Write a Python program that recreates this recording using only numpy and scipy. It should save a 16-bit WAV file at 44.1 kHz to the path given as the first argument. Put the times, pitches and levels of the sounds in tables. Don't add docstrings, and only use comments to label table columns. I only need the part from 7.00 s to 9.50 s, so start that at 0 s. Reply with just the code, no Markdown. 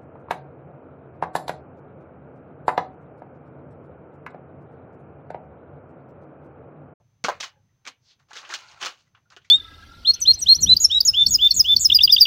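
import sys
import numpy as np
from scipy import signal
from scipy.fft import rfft, irfft
from scipy.io import wavfile
from scipy.ndimage import uniform_filter1d

SR = 44100
rng = np.random.default_rng(int(sys.argv[2]) if len(sys.argv) > 2 else 0)


def wrap_up_sound(samples):
    columns = np.atleast_2d(samples).T
    tamed = np.clip(columns, -1, 1)
    steps = np.round(tamed * 32767).astype(np.int16)
    wavfile.write(sys.argv[1], SR, steps)


N = 110250


# frequency in Hz, strength in dB.
HISS_SHAPE = [(15, -40), (30, 2), (90, 5), (242, -4), (818, -7), (4870, -16.5), (6210, -14.5),
              (7920, -28.5), (13000, -27.5), (15800, -23), (16100, -55)]
# time in seconds, level in dB.
HUM_LEVELS = [(0, -63.5), (.2, -68.5), (.39, -55.5), (.45, -78), (.59, -64), (.8, -71), (.97, -85),
              (1.021, -62.5), (1.129, -89), (1.201, -65), (1.32, -78.5), (1.62, -73.5), (1.76, -67),
              (1.8, -72), (1.929, -100), (2.001, -72), (2.149, -69.5), (2.5, -70)]
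# frequency in Hz, fade time in seconds.
ROOM_FADES = [(150, .3), (400, 0.29), (1040, 0.1), (2760, 0.21), (7280, 0.042), (15000, 0.23)]
# frequency in Hz, gain in dB.
MIC_RESPONSE = [(100, -17.5), (300, -2.5), (600, -0.5), (6500, -1), (8000, -13.5), (10500, -22),
                (13500, -32.5), (15000, -17.5), (15850, -18.5), (16100, -46)]
# time in seconds, level in dB, centre in Hz.
SWISH = [(1.0, -87.5, 5580), (1.054, -64.5, 4830), (1.114, -56.5, 4090), (1.134, -61.5, 3630),
         (1.169, -83, 3600)]
# time in seconds, level in dB before RATTLE_DB is added, treble minus level in dB.
RATTLES = [
    [(.2405, -29, 6.5), (.246, -17.5, -8.5), (.28, -42.5, -0.5)],
    [(.303, -27.5, -13), (.35, -46, -8.5), (.398, -61, -5)],
    [(.4, -44, 3), (.41, -34.5, 10), (.426, -53.5, 9), (.434, -34.5, 7.5), (.458, -44.5, 3.5),
     (.54, -71.5, -5)],
    [(.847, -63.5, -7), (.862, -45.5, -2), (.88, -37.5, 4), (.965, -87, 0)],
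    [(1.19, -75.5, 0.5), (1.205, -62, -4.5), (1.24, -75, -3)],
    [(1.285, -69, 3), (1.31, -51, -0.5), (1.33, -49, -8.5), (1.375, -43, 5), (1.42, -50, 2),
     (1.44, -42, -9), (1.488, -49.5, 1), (1.51, -38, 3), (1.536, -44, 6), (1.546, -36.5, 12.5),
     (1.575, -50.5, 9), (1.62, -46, -0.5), (1.66, -54, 1), (1.72, -50, 1.5), (1.76, -54, -3),
     (1.8, -52.5, -0.5)],
    [(1.8, -51.5, 0), (1.815, -36, 5), (1.836, -31.5, -12), (1.858, -37.5, 11.5), (1.868, -28, 0.5),
     (1.9, -41.5, 1.5), (1.965, -63, 2.5), (2.01, -67.5, 11.5), (2.045, -78.5, 5), (2.08, -73, 2.5),
     (2.1, -88, 5.5)],
    [(2.146, -63.5, -6.5), (2.153, -72, -5), (2.175, -56.5, -14.5), (2.21, -76, -16)],
    [(2.301, -68, 9), (2.312, -58, 1.5), (2.334, -52, -3.5), (2.36, -67, 2)],
    [(2.41, -67, -7.5), (2.438, -76, 5), (2.452, -68, 7.5), (2.5, -76.5, 6)],
]
# time in seconds, level in dB.
RASP_LEVELS = [(1.57, -79), (1.6, -50.5), (1.72, -56), (1.745, -72), (1.775, -48.5), (1.8, -59)]
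# frequency in Hz, width in Hz, relative strength in dB.
SHELL_LOW = [(420, 680, -12), (810, 220, -5.5), (1074, 200, 2), (1400, 500, 0), (1900, 480, 3),
             (2300, 1200, -3.5)]
SHELL_HIGH = [(3060, 500, 2), (3730, 2180, 2), (4640, 1600, 5.5), (6200, 3200, 0.5), (13900, 7900, -5)]
# start in seconds, level in dB, pitch in Hz, fade time in seconds.
THUDS = [(.242, -15.5, 187, 0.031), (0.245, -28, 470, 0.098), (0.874, -39, 233, 0.04),
         (1.305, -61, 460, 0.091), (1.361, -42, 462, 0.038), (1.496, -47, 353, 0.13),
         (1.821, -37.5, 377, 0.062), (1.827, -40.5, 145, 0.079), (2.366, -41, 400, 0.035),
         (2.368, -40, 703, 0.021)]
# start in seconds, level in dB, pitch in Hz, fade time in seconds.
PINGS = [(.53, -66.5, 830, 0.29), (.56, -70.5, 537, 0.25), (.555, -65, 1596, 0.11),
         (.688, -74, 1948, 0.093), (2.062, -67.5, 1960, 0.106), (2.254, -57, 1430, 0.073)]
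# start in seconds, peak level of the box ring in dB.
THUMPS = [(.2842, -9.5), (.2866, -14), (.2892, -8), (0.2956, -17), (0.2977, -11.5), (.2998, -17.5)]
# pitch in Hz, relative strength in dB, fade time in seconds.
BOX_TONES = [(570, -14, .03), (685, 1.5, 0.038), (830, -11, .04), (985, -1.5, 0.019), (1140, -4.5, 0.0057),
             (1550, -8.5, 0.039), (3400, -23.5, .015)]
# start in seconds, peak level of ring and shell in dB, ring pitch in Hz,
# shell treble against the ring in dB, sharp tick against both in dB, fade time of the driving burst in seconds.
CLACKS = [(0.2407, -17.5, 4060, 3, -5.5, 0.068), (0.2458, -13.5, 1632, -3.5, -6.5, 0.02),
          (0.2468, -12.5, 1300, -4.5, -1.5, .025), (0.2531, -17, 1400, 4, -5, 0.088),
          (0.4033, -20.5, 3010, 27, -5.5, 0.2), (0.4071, -24, 4400, 25, 5, 0.017),
          (0.4114, -29, 3280, -4, -8, 0.015), (0.4289, -20, 1770, -2.5, -7, 0.051),
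          (0.4361, -24, 1350, -4.5, -3.5, 0.029), (0.4419, -22.5, 1900, 5, -9, 0.074),
          (.853, -35.5, 2240, -1, -4, 0.053), (.866, -28.5, 2240, -5, -5, 0.018),
          (.8745, -20.5, 2350, 1, -11, 0.033), (0.8795, -24, 2550, 1, -17, 0.019),
          (1.198, -52.5, 1430, 1, -9.5, 0.026), (1.308, -36.5, 814, -5, -23, 0.044),
          (1.315, -37.5, 1470, -20.5, -22, 0.046), (1.333, -31.5, 3020, 30, 5, 0.13),
          (1.355, -32, 1540, 1.5, -13, 0.15), (1.366, -27.5, 2030, 2, -14, 0.028),
          (1.3715, -26.5, 3260, -10, 1, 0.065), (1.388, -30, 1450, 8, -3.5, 0.042),
          (1.427, -48, 1180, -3, -26, 0.074), (1.4494, -37, 2850, -11, -13, 0.12),
          (1.492, -33.5, 830, 0, -23, 0.1), (1.5017, -29.5, 1940, -16, -6, 0.033),
          (1.5227, -27.5, 1460, -13, -3, 0.16), (1.5289, -25.5, 1480, -15, -16, 0.02),
          (1.539, -14, 2260, 3, -9.5, 0.037), (1.5465, -27.5, 2880, 1, -16, 0.031),
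          (1.62, -54, 1400, -0.5, 3.5, 0.027), (1.8148, -22.5, 1400, 1.5, -18, 0.09),
          (1.827, -18, 2760, 1, -4, 0.093), (1.8342, -21, 1550, -7, -2, 0.025),
          (1.8494, -19.5, 1076, 2, 4, 0.046), (1.8602, -20, 1130, -2, 7, .04),
          (1.8657, -19, 1223, 2.5, -1, 0.021), (2.149, -46, 1330, -38, -22.5, 0.042),
          (2.151, -48, 2850, -20.5, -15.5, 0.06), (2.3032, -42, 4900, 2.5, -20, .025),
          (2.308, -49.5, 1214, -20, -21, 0.097), (2.322, -47.5, 1540, -6, -12.5, 0.096),
          (2.3647, -36, 2820, -12, 3.5, 0.063), (2.3692, -35.5, 1516, -2.5, -32, 0.071),
          (2.418, -56, 3220, -16.5, -17, 0.093), (2.447, -47.5, 2100, -6, -23, 0.11)]

HISS_DB = -76.5
HUM_HZ, HUM_WIDTH_HZ = 108, 69
WHINE_HZ, WHINE_WIDTH_HZ, WHINE_DB = 6150, 60, -82
ROOM_DB, ROOM_GAP_S = -12, 0.0036
EDGE_HZ = 16550
START_DB, START_HZ, START_T60_S = -59, 595, 0.13
SWISH_WIDTH_HZ = 2200
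TICKS_PER_S, TICK_SPREAD_DB = 4000, 2.3
CLUMP_DB, CLUMP_S = 1.2, .006
RATTLE_DB = -3
RASP_HZ, RASP_WIDTH_HZ = 1350, 250
SWELL_S, PING_WIDTH_HZ = .003, 72
THUMP_S = 0.00025
SLAP_DB, SLAP_T60_S = -15, .024
RING_Q, CLACK_RISE_S = 5.9, 0.00069
STRIKE_DB = 17
TICK_HZ, TICK_WIDTH_HZ = 4200, 5000
FIZZ_DB, FIZZ_T60_S = -22, 0.006
AIR_HZ, AIR_DB = 15000, 7


def amp(db):
    return 10 ** (np.asarray(db) / 20)


def evened(x):
    return x / np.sqrt(np.mean(x ** 2) + 1e-20)


def peaked(x):
    return x / abs(x).max()


def read(points, hz):
    f, value = np.transpose(points)
    return np.interp(np.log(hz + 1), np.log(f + 1), value)


def add(mix, s, sound):
    part = mix[round(s * SR):][:len(sound)]
    part += sound[:len(part)]


def coloured(x, points):
    gain = amp(read(points, np.fft.rfftfreq(len(x), 1 / SR)))
    return irfft(rfft(x) * gain, len(x))


def resonate(x, hz, width):
    turn = np.exp(2j * np.pi * np.cumsum(hz * np.ones(len(x))) / SR)
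    r = np.exp(-np.pi * width / SR)
    smooth = signal.lfilter([1 - r], [1, -r], x / turn + 1e-18)
    return 2 * (turn * smooth).real


def body(x, table, clumps_db=0):
    gains = amp(clumps_db + np.array(table)[:, 2:])
    total = 0
    for k, ((hz, width, _), gain) in enumerate(zip(table, gains)):
        ring = resonate(resonate(x, hz, width), hz, 3 * width)
        total = total + (-1) ** k * gain * ring / np.sqrt(width)
    return total


def floor():
    hiss_noise, hum_noise, drift_noise = rng.standard_normal((3, N))
    hiss = amp(HISS_DB) * evened(coloured(hiss_noise, HISS_SHAPE))
    hum = evened(resonate(resonate(hum_noise, HUM_HZ, HUM_WIDTH_HZ), HUM_HZ, HUM_WIDTH_HZ))
    hum *= amp(np.interp(np.arange(N) / SR, *np.transpose(HUM_LEVELS)))
    drift_hz = WHINE_WIDTH_HZ * evened(uniform_filter1d(drift_noise, size=400))
    whine = np.sin(2 * np.pi * np.cumsum(WHINE_HZ + drift_hz) / SR) * amp(WHINE_DB)
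    return hiss + hum + whine


def room(x):
    taps = rng.standard_normal(SR // 2) * (np.arange(SR // 2) > ROOM_GAP_S * SR)
    hz, t, bands = signal.stft(taps, SR, nperseg=128)
    fading = bands * amp(-60 * t / read(ROOM_FADES, hz)[:, None])
    tail = signal.istft(fading, SR, nperseg=128)[1]
    return signal.fftconvolve(x, tail / np.linalg.norm(tail))[:N]


def earlier_knock():
    ring = evened(resonate(resonate(rng.standard_normal(N), START_HZ, 200), START_HZ, 540))
    return ring * amp(START_DB - 60 * np.arange(N) / SR / START_T60_S)


def swish():
    t, (s, db, hz) = np.arange(N) / SR, np.transpose(SWISH)
    centre_hz = np.interp(t, s, hz)
    hiss = resonate(rng.standard_normal(N), centre_hz, SWISH_WIDTH_HZ)
    hiss = evened(resonate(hiss, centre_hz, 2 * SWISH_WIDTH_HZ))
    return hiss * amp(np.interp(t, s, db, -120, -120))


def random_ticks():
    strength = amp(TICK_SPREAD_DB * np.minimum(rng.exponential(1, N), 4))
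    happens = rng.random(N) < TICKS_PER_S / SR
    return strength * happens * rng.choice([-1, 1], N)


def rasp(ticks):
    sound = evened(resonate(resonate(ticks, RASP_HZ, RASP_WIDTH_HZ), RASP_HZ, 2 * RASP_WIDTH_HZ))
    return sound * amp(np.interp(np.arange(N) / SR, *np.transpose(RASP_LEVELS), -120, -120))


def rattles(ticks):
    t, out = np.arange(N) / SR, np.zeros(N)
    span = round(CLUMP_S * SR)
    wander = rng.standard_normal((len(SHELL_LOW + SHELL_HIGH), N))
    clumps_db = CLUMP_DB * evened(uniform_filter1d(uniform_filter1d(wander, span), span))
    low = evened(body(ticks, SHELL_LOW, clumps_db[:len(SHELL_LOW)]))
    high = evened(body(ticks, SHELL_HIGH, clumps_db[len(SHELL_LOW):]))
    for curve in RATTLES:
        s, db, treble_db = np.transpose(curve)
        moving = (t >= s[0]) & (t < s[-1])
        level = amp(RATTLE_DB + np.interp(t, s, db))
        out += moving * level * (low + amp(np.interp(t, s, treble_db)) * high)
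    return out


def thuds():
    out, t = np.zeros(N), np.arange(SR // 4) / SR
    for s, db, hz, t60 in THUDS:
        swell = np.minimum(t / SWELL_S, 1)
        add(out, s, swell * amp(db - 60 * t / t60) * np.sin(2 * np.pi * hz * t))
    return out


def pings():
    out, t = np.zeros(N), np.arange(SR // 4) / SR
    for (s, db, hz, t60), fuzz in zip(PINGS, rng.standard_normal((len(PINGS), len(t)))):
        swell = np.minimum(t / (2 * SWELL_S), 1)
        ring = evened(resonate(resonate(fuzz, hz, PING_WIDTH_HZ), hz, 2 * PING_WIDTH_HZ))
        add(out, s, swell * amp(db - 60 * t / t60) * ring)
    return out


def dart_thumps():
    out, t = np.zeros(N), np.arange(4096) / SR
    ring = sum(amp(db - 60 * t / t60) * np.cos(2 * np.pi * hz * t) for hz, db, t60 in BOX_TONES)
    soft_push = np.exp(-(t / THUMP_S - 2) ** 2)
    blow = peaked(signal.fftconvolve(np.diff(ring, prepend=0), soft_push)[:len(t)])
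    for (s, db), noise in zip(THUMPS, rng.standard_normal((len(THUMPS), len(t)))):
        slap = amp(SLAP_DB - 60 * t / SLAP_T60_S) * noise
        add(out, s, amp(db) * (slap - blow))
    return out


def clacks():
    out, t = np.zeros(N), np.arange(4096) / SR
    click = t == 0
    bursts = rng.standard_normal((len(CLACKS), len(t)))
    for (s, db, hz, treble_db, tick_db, t60), burst in zip(CLACKS, bursts):
        dying_burst = burst * np.minimum(t / CLACK_RISE_S, 1) * amp(-60 * t / t60)
        drive = dying_burst + amp(STRIKE_DB) * click
        ring_width = 2 * hz / RING_Q
        ring = resonate(resonate(drive, hz, ring_width), hz, ring_width)
        shell = body(drive, SHELL_HIGH)
        knock = peaked(evened(ring) + amp(treble_db) * evened(shell))
        snap = click + burst * amp(FIZZ_DB - 60 * t / FIZZ_T60_S)
        tick = peaked(resonate(resonate(snap, TICK_HZ, TICK_WIDTH_HZ), TICK_HZ, TICK_WIDTH_HZ))
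        tick = tick + amp(AIR_DB) * resonate(snap, AIR_HZ, TICK_WIDTH_HZ)
        add(out, s, amp(db) * (knock - amp(tick_db) * tick))
    return out


def scene():
    ticks = random_ticks()
    near = earlier_knock() + swish() + rasp(ticks) + rattles(ticks)
    near = near + thuds() + pings() + dart_thumps() + clacks()
    heard = coloured(near + amp(ROOM_DB) * room(near), MIC_RESPONSE)
    return (heard + floor())[None]


def record(dry):
    low_pass = signal.firwin(511, EDGE_HZ, window=("kaiser", 9), fs=SR)
    return signal.oaconvolve(dry, low_pass[None], "same")


dry = scene()
out = record(dry)
wrap_up_sound(out)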